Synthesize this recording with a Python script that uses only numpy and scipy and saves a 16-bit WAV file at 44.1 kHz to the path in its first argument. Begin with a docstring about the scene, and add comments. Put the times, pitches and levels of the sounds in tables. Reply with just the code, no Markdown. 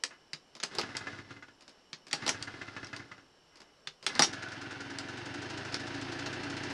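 """Outdoors at night, between walls that return short echoes, a cold scooter engine is kick-started.
Twice the steel lever clacks down and the engine only coasts: gears clatter, the piston puffs air.
On the third kick it catches with hard pings and gathers speed, firing on every second turn with an
occasional stumble. Each turn pulses through exhaust pipe and airbox and rattles the ringing casing."""
import sys
import numpy as np
from scipy import signal
from scipy.fft import rfft, irfft, next_fast_len
from scipy.io import wavfile

SR = 44100
rng = np.random.default_rng(int(sys.argv[2]) if len(sys.argv) > 2 else 0)


def output_pcm(signal):
    """Save a mono or channel-first signal as 16-bit PCM at the path in sys.argv[1].

    Samples are clipped to [-1, 1] before scaling.
    """
    pcm = np.clip(np.atleast_2d(signal).T, -1, 1) * 32767
    wavfile.write(sys.argv[1], SR, np.round(pcm).astype(np.int16))


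N = 296773
T = np.arange(N) / SR
CATCH_S = 4.237  # the first combustion
# The running crank. Each row: time in seconds, turns a second.
CRANK_SPEED = [(4.2, 21.33), (4.9, 20.83), (5.15, 22.97), (5.5, 26.16), (5.85, 27.52), (6.3, 28.91),
               (6.7, 30.22)]
# The coasting crank, one list a kick. Each row: time in seconds, then whirr, clack, puff in relative dB.
COAST_LEVELS = [
    [(0.62, -74, -68, -51), (0.734, -46.5, -48, -54.5), (0.82, -49, -33.5, -43), (1.07, -50, -31.5, -43.5),
     (1.19, -50.5, -42, -40.5), (1.25, -63, -47, -51), (1.31, -53, -38.5, -48), (1.49, -78, -38.5, -57),
     (1.8, -66.5, -58, -60)],
    [(2.1, -62, -45, -51), (2.14, -54, -39, -48), (2.256, -43, -34, -42), (2.35, -49.5, -39, -42),
     (2.634, -51, -32.5, -42.5), (2.98, -55, -32, -43.5), (3.19, -64, -41, -58), (3.3, -74, -60, -65)],
    [(4.04, -77, -40, -58), (4.092, -50, -35, -55), (4.19, -40.5, -25, -56), (4.26, -61, -50, -60),
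     (4.32, -50, -50, -60)],
]


def gain_of(db):
    """Decibels as amplitude."""
    return 10 ** (np.asarray(db) / 20)


def unit_rms(x):
    """Scales x to unit power."""
    return x / np.sqrt(np.mean(x ** 2) + 1e-20)


def curve_at(points, hz):
    """Reads a curve along a logarithmic frequency axis."""
    f, value = np.transpose(points)
    return np.interp(np.log(hz + 1), np.log(f + 1), value)


def add(mix, s, sound):
    """Lays a sound into the mix at s seconds."""
    part = mix[max(round(s * SR), 0):][:len(sound)]
    part += sound[:len(part)]


def colour(x, spectrum):
    """Equalises x with a tone curve."""
    size = next_fast_len(len(x))
    gains = gain_of(curve_at(spectrum, np.fft.rfftfreq(size, 1 / SR)))
    return irfft(rfft(x, size) * gains, size)[:len(x)]


def noise(spectrum, size=N):
    """Coloured noise of unit power."""
    return unit_rms(colour(rng.standard_normal(size), spectrum))


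def ring(x, modes):
    """Passes x through parallel resonances."""
    return sum(gain_of(db) * signal.lfilter(*signal.iirpeak(hz, hz / width, SR), x)
               for hz, width, db in modes)


def grit(spectrum, per_s, spread_db):
    """Many small contacts of uneven size."""
    sizes = gain_of(spread_db * np.minimum(rng.exponential(1, N), 4)) * rng.choice([-1, 1], N)
    return unit_rms(colour(sizes * (rng.random(N) < per_s / SR), spectrum))


def bursts(times, dbs, rise_s, fade_s):
    """An envelope that swells and fades after each of the times."""
    out, t = np.zeros(N), T[:SR // 4]
    for s, db, fade in zip(times, dbs, fade_s * np.ones(len(times))):
        add(out, s, gain_of(db) * (1 - np.exp(-t / rise_s)) * np.exp(-t / fade))
    return out


def night_air(air_db=-65.5, hiss_db=-70):
    """Quiet air with faint, steady bands of hiss."""
    # The air's tone. Each row: frequency in Hz, level in dB.
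    air_tone = [(25, -9), (90, -9.5), (210, -6.5), (430, -4.5), (720, -7.5), (1100, -9.5), (2240, -16),
                (3300, -18.5), (4800, -16.5), (6200, -32), (8000, -45), (10000, -33.5), (11200, -66),
                (12300, -65)]
    # The hiss. Each row: centre in Hz, width in Hz, gain in dB.
    hiss_bands = [(1660, 60, -6), (2960, 130, 0), (5450, 220, -1), (7350, 80, -12)]
    air = gain_of(air_db) * noise(air_tone)
    return air + gain_of(hiss_db) * unit_rms(ring(rng.standard_normal(N), hiss_bands))


def blows(bounce_s=0.014, bounce_db=-2, tap_hz=5000):
    """Cues the blows of lever, ratchet and stand, and light taps of the loose lever that bounce once."""
    # The blows. Each row: start in seconds, then peak, thud and tick in relative dB, ring in Hz.
    hits = [(0.0365, -13, -45.5, -30, 4760), (0.3322, -21, -49, -43, 4910), (0.6, -27, -52, -58, 3560),
            (0.6293, -23.5, -42, -55, 3350), (0.6348, -16, -42, -32, 4800), (0.75, -31, -44, -43, 3550),
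            (0.7844, -21, -30.5, -41, 4830), (0.7946, -24, -37.5, -43, 4570), (0.8129, -21, -50, -45, 2680),
            (0.9679, -16, -58, -33.5, 4760), (1.93, -22.5, -50.5, -51, 4630),
            (2.1114, -24.5, -55, -51, 3520), (2.1295, -12.5, -34.5, -29, 4440),
            (2.2638, -22, -33.5, -43, 3940), (2.2777, -16.5, -33, -33, 5860), (2.2914, -12, -34, -27, 6300),
            (2.425, -19.5, -63, -38.5, 4630), (2.8454, -31, -68, -59, 5600),
            (2.8691, -33.5, -64, -57, 5000), (2.9627, -29, -47, -49.5, 5100),
            (3.872, -21, -52.5, -46, 3520), (4.0644, -12, -37, -26.5, 3320), (4.152, -24, -54, -43, 4300),
            (4.1931, -9, -22.5, -25, 4500), (4.2209, -6, -32, -22, 5680), (4.2309, -17.5, -34.5, -32, 5300),
            (4.486, -36, -60, -54, 3540), (4.9856, -24, -49, -41, 4860), (5.7426, -14, -47, -37, 4720),
            (6.2606, -26, -39.5, -51, 2650)]
    # The taps. 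Each row: start in seconds, peak in relative dB.
    taps = [(0.5513, -37.5), (1.608, -43.5), (1.6787, -40), (2.0675, -39), (3.5564, -44), (3.6029, -41),
            (4.0267, -36.5)]
    touches = [(s + lag, db + drop) for s, db in taps for lag, drop in [(0, 0), (bounce_s, bounce_db)]]
    return list(hits) + [(s, db, db - 13.5, db - 18.5, tap_hz) for s, db in touches]


def knocks(crack_s=0.0016, rattle_s=0.013, ping_s=0.0021, thud_s=0.011, heavy_db=-32):
    """Each blow cracks, pings and shakes the panels; heavy ones set the steel lever ringing."""
    # Tones of the metal clank, panel thud and bright tick. Each row: frequency in Hz, level in dB.
    clank_tone = [(400, -44), (900, -7), (1400, 0), (2200, 1.5), (3000, -1), (4400, 1), (5600, -2.5),
                  (6700, -6), (8500, -47), (12500, -74)]
    thud_tone = [(50, -77), (140, -0.5), (220, 1.5), (310, 6), (650, 1), (820, -3), (1100, 2.5),
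                 (1800, -29)]
    tick_tone = [(3000, -49), (6000, 1.5), (7600, 10), (9500, 1), (11000, -9), (12500, -45)]
    # The lever's resonances. Each row: pitch in Hz, width in Hz, gain in dB.
    lever_modes = [(832, 42, 7), (1296, 140, 0), (3820, 17, -13), (4330, 15, -28), (4450, 20, 3),
                   (5100, 28, -1), (5040, 64, 4.5), (5640, 37, 4)]
    out, heavy, t = np.zeros(N), np.zeros(N), T[:8192]
    for s, peak, thud, tick, hz in blows():
        rattle = 0.82 * gain_of(0.28 * (thud - peak)) * np.exp(-t / rattle_s)  # more thud, more rattle
        metal = gain_of(peak - 9) * noise(clank_tone, len(t)) * (np.exp(-t / crack_s) + rattle)
        ping = gain_of(peak - 10) * np.sin(2 * np.pi * hz * t) * np.exp(-t / ping_s)
        ping += ring(metal, [(hz, 900, -3)])
        swell = (1 - np.exp(-t / 0.004)) * np.exp(-t / thud_s)
        panels = gain_of(thud + 3) * noise(thud_tone, len(t)) * swell
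        edge = gain_of(tick + 6) * noise(tick_tone, len(t)) * (np.exp(-t / 0.0015) + 0.19 * rattle)
        blow = np.minimum(t / 0.0013, 1) * (metal + ping + edge + panels)
        add(out, s, blow)
        add(heavy, s, blow * min(gain_of(thud - heavy_db), 1))
    return out + gain_of(3) * ring(heavy, lever_modes)


def wall_echoes(x, per_s=2500):
    """Sparse echoes from ground and walls, the bass lingering longest."""
    # The decay. Each row: frequency in Hz, seconds to fall by 60 dB.
    decay = [(150, 0.35), (1500, 0.13), (5000, 0.14), (10000, 0.14)]
    size = SR // 2
    taps = rng.choice([-1., 1.], size) * (rng.random(size) < per_s / SR) * (T[:size] > .006)
    hz, t, bands = signal.stft(taps, SR, nperseg=256)
    tail = signal.istft(bands * gain_of(-60 * t / curve_at(decay, hz)[:, None]), SR, nperseg=256)[1]
    return signal.fftconvolve(x, tail / np.linalg.norm(tail))[:N]


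def coasting_turns():
    """Times of the coasting turns, and which are rebounds: a hard compression, then a softer turn."""
    # Each row is a kick: first compression in seconds, turns a second, slowing in turns a second
    # per second, rebound delay in seconds, number of turns.
    kicks = [(0.7135, 16.9, 0, 0.058, 14), (2.2205, 16.72, 7.36, 0.065, 14), (4.094, 16, 0, 0.063, 2)]
    t, rows = T[:SR], []
    for start, speed, slowing, rebound_s, count in kicks:
        for s in start + np.interp(np.arange(0, count, 2), speed * t - slowing * t ** 2 / 2, t):
            rows += [(s, 0), (s + rebound_s, 1)]
    return np.transpose(rows)


def transmission(modes):
    """Gear teeth ring at their resonances, heard through the cover."""
    # What the cover lets through. Each row: frequency in Hz, gain in dB.
    cover = [(600, 9.5), (1200, 1), (2500, -3), (4000, -5.5), (7000, -2), (12000, -45)]
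    return unit_rms(colour(ring(rng.standard_normal(N), modes), cover))


def coasting_gears(rebound_db=-7.5):
    """The gears clack when nudged by hand or foot, and whirr and clatter as the unfired engine turns."""
    # The nudges. Each row: start in seconds, relative level in dB, fade in seconds.
    nudges = [(0.107, -45, 0.029), (3.52, -63.5, 0.21)]
    # The rattle's tone. Each row: frequency in Hz, level in dB.
    rattle_tone = [(60, -9.5), (300, 8), (550, -3.5), (1000, -3), (1600, 2), (2300, -7.5), (3500, -6.5),
                   (5200, -7), (7000, -21), (10000, -28.5), (12500, -61)]
    # The gears' resonances. Each row: pitch in Hz, width in Hz, gain in dB.
    gear_modes = [(1260, 50, -10), (1460, 65, 1.5), (1692, 120, 3), (2032, 43, 5.5), (2530, 130, -5)]
    times, rebound = coasting_turns()
    at, _, clack_db, _ = np.vstack(COAST_LEVELS).T
    contact = bursts(times, np.interp(times, at, clack_db) + rebound_db * rebound, 0.0019, fade_s=0.012)
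    nudged, nudge_db, fade_s = np.transpose(nudges)
    contact += bursts(nudged, nudge_db, .0015, fade_s)
    whirr = sum(gain_of(np.interp(T, *np.transpose(kick)[:2], left=-120, right=-120))
                for kick in COAST_LEVELS)
    rattle = (gain_of(-13) * contact + gain_of(-2) * whirr) * grit(rattle_tone, 3000, spread_db=2.5)
    return rattle + (gain_of(-3) * contact + gain_of(-6) * whirr) * transmission(gear_modes)


def frame_bumps(frame_hz=152, fade_s=0.018):
    """The frame bumps on its stand, answering each hard push with one low, short note."""
    # The bumps. Each row: start in seconds, relative level in dB.
    pushes = [(0.334, -46), (0.634, -48.5), (0.788, -45), (1.931, -48.5), (2.134, -41.5), (2.284, -55),
              (3.872, -49.5), (4.194, -30.5)]
    out, t = np.zeros(N), T[:8192]
    note = np.sin(2 * np.pi * frame_hz * t) * (1 - np.exp(-t / 0.0029)) * np.exp(-t / fade_s)
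    for s, db in pushes:
        add(out, s, gain_of(db) * note)
    return out


def airbox(flow):
    """Air drawn in rings the hollow airbox and is muffled by the filter."""
    # The box's resonances. Each row: pitch in Hz, width in Hz, gain in dB.
    box_modes = [(228, 14, -17), (280, 22, -1), (300, 26, 1), (326, 30, -2), (352, 22, -10), (413, 18, -6)]
    # What the intake lets out. Each row: frequency in Hz, gain in dB.
    air_filter = [(100, -36), (220, -18), (280, 5), (450, -2), (1200, -27)]
    return colour(ring(flow, box_modes), air_filter)


def exhaust_pipe(flow, turbulence):
    """Turbulent puffs boom in the pipe and leave through the silencer."""
    # The pipe's resonances. Each row: pitch in Hz, width in Hz, gain in dB.
    pipe_modes = [(106, 18, -4), (131, 18, 0), (168, 14, -7)]
    # What the silencer lets out. Each row: frequency in Hz, gain in dB.
    silencer = [(35, -14.5), (75, -5.5), (105, -1), (140, 0), (200, 1), (600, -30)]
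    return colour(ring(flow * (1 + turbulence * rng.standard_normal(N)), pipe_modes), silencer)


def coasting_puffs(lag_s=0.005):
    """The unfired piston pumps air through pipe and airbox; the pipe puffs just after each clack."""
    times, _ = coasting_turns()
    at, _, _, puff_db = np.vstack(COAST_LEVELS).T
    dbs = np.interp(times, at, puff_db)
    outflow = bursts(times + lag_s, dbs, rise_s=0.0014, fade_s=0.0092)
    inflow = bursts(times - .001, dbs, rise_s=0.0018, fade_s=0.0039)
    pipe = unit_rms(exhaust_pipe(outflow, turbulence=0.9))
    box = unit_rms(airbox(inflow * rng.standard_normal(N)))
    return outflow.std() * (pipe + gain_of(-1.5) * box)


def crank_turns():
    """Crank angle in turns, and the firing times: every second turn, one turn later at a stumble."""
    # The stumbles. Each entry: time in seconds.
    stumbles = [6.085, 6.4]
    turns = np.cumsum(np.interp(T, *np.transpose(CRANK_SPEED))) / SR
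    turns -= np.interp(CATCH_S, T, turns)
    due = np.arange(0, turns[-1], 2)
    for s in stumbles:
        due = due + (due >= np.round(np.interp(s, T, turns)))
    fired = np.interp(due[due < turns[-1]], turns, T)
    cycle = np.interp(T, fired, np.arange(len(fired)))
    return turns + .07 * np.sin(np.pi * cycle) ** 2, fired  # each firing hurries the crank on


def unit_running(x):
    """Scales x to unit power over the time the engine runs."""
    return x / x[T > CATCH_S].std()


def casing_clatter(turns, strength, slap_db=-2, fade_s=0.027):
    """The piston tips over once a turn and slaps the ringing casing, over a bed of fine rattle."""
    # The casing's tone. Each row: frequency in Hz, level in dB.
    casing_tone = [(60, -38), (300, 8.5), (520, -7.5), (640, -3), (760, -2), (940, -6.5), (1120, -6),
                   (1500, 0.5), (1800, -1), (2300, -4.5), (2700, -7), (3600, -9.5), (5200, -11),
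                   (7000, -26.5), (10000, -32.5), (12500, -83)]
    # Its resonances. Each row: pitch in Hz, width in Hz, gain in dB.
    casing_modes = [(497, 56, -4), (615, 21, -12), (788, 18, -5.5), (850, 39, -3), (964, 24, 0.5),
                    (1590, 21, -6), (1730, 50, -7), (2740, 98, 0.5), (3020, 35, 2.5), (6370, 120, 3)]
    rattle = grit(casing_tone, 5000, spread_db=1.95) * (1 + 0.043 * np.cos(2 * np.pi * (turns - .1)))
    slaps, t = np.zeros(N), T[:4096]
    slap = noise(casing_tone, len(t)) * np.exp(-t / fade_s) * (1 - np.exp(-t / 0.002))
    for k in np.flatnonzero(np.diff(np.floor(turns)) > 0):
        add(slaps, T[k], strength[k] * slap)
    metal = rattle + gain_of(slap_db) * unit_running(slaps)
    return metal + ring(metal, casing_modes)


def firing_pings(fired, doublings, rich_db=21, rich_fade_s=0.073):
    """Each firing pings brightly, louder with speed; the first ones, rich with fuel, ping hardest."""
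    # The ping's tone. Each row: frequency in Hz, level in dB.
    ping_tone = [(600, -13), (1500, -18), (3000, 2.5), (5200, 6.5), (7000, -0.5), (9000, -10.5),
                 (11000, -20), (12500, -63)]
    dbs = -43.5 + 6 * np.interp(fired, T, doublings) + rich_db * np.exp(-(fired - CATCH_S) / rich_fade_s)
    return grit(ping_tone, 2000, spread_db=0.53) * bursts(fired - .003, dbs, 0.0037, fade_s=0.013)


def drive_song(turns, fired, fresh_db=13, settle_s=0.45):
    """Shaken by the firings, the transmission sings, most just after the catch."""
    # The drive's resonances. Each row: pitch in Hz, width in Hz, gain in dB.
    drive_modes = [(1440, 32, -2), (1515, 32, 0), (1670, 55, -7)]
    dbs = -54.5 + fresh_db * np.exp(-(fired - CATCH_S) / settle_s)
    shaken = bursts(fired - .003, dbs, rise_s=0.0059, fade_s=0.024)
    held = 0.56 * gain_of(np.interp(T, fired, dbs, left=-120))
    throb = 1 + 0.54 * np.cos(2 * np.pi * (turns - .12))
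    return transmission(drive_modes) * throb * (shaken + held)


def running_engine(idle_turns_per_s=21, puff_lag_turns=0.24, fired_db=-2):
    """Every turn puffs into the pipe, gulps air and slaps the piston; firings ping and shake the gears."""
    # Exhaust, intake and casing. Each row: relative level at idle in dB, dB per doubling of speed.
    levels = [(-53.5, 7), (-51.5, 13), (-44, 8.5)]
    turns, fired = crank_turns()
    alive = np.clip((T - CATCH_S) / 0.031, 0, 1)
    doublings = np.log2(np.interp(T, *np.transpose(CRANK_SPEED)) / idle_turns_per_s)
    exhaust, intake, casing = (gain_of(db + growth * doublings) * alive for db, growth in levels)
    # fired and unfired turns blow unequally, which puts half orders between the crank harmonics
    turn = turns.astype(int)
    burning = np.isin(turn, np.round(np.interp(fired, T, turns)))
    strength = gain_of(0.37 * rng.standard_normal(200)[turn] + fired_db * burning) * alive
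    pulses = np.diff(np.floor(turns - puff_lag_turns), prepend=-1) * strength
    puffs = signal.lfilter([1], [1, -np.exp(-1 / (0.004 * SR))], pulses)
    pipe = exhaust * unit_running(exhaust_pipe(puffs, turbulence=0.41))
    gulp = alive * np.exp(-((turns + 0.1553) % 1) / 0.71)  # a sudden rush of air once a turn
    box = gain_of(-3.5) * intake * unit_running(airbox(gulp * (1 + 1.3 * rng.standard_normal(N))))
    metal = gain_of(-2) * casing * unit_running(casing_clatter(turns, strength))
    return pipe + box + metal + firing_pings(fired, doublings) + drive_song(turns, fired[1:])


def scene(echo_db=-10):
    """The scooter, its echoes and the night air."""
    scooter = knocks() + coasting_gears() + frame_bumps() + coasting_puffs() + running_engine()
    return (scooter + gain_of(echo_db) * wall_echoes(scooter) + night_air())[None]


def record(dry):
    """A steep low-pass takes off the highest treble."""
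    low_pass = signal.firwin(301, cutoff=12350, window=("kaiser", 9), fs=SR)
    return signal.oaconvolve(dry, low_pass[None], "same")


dry = scene()
out = record(dry)
output_pcm(out)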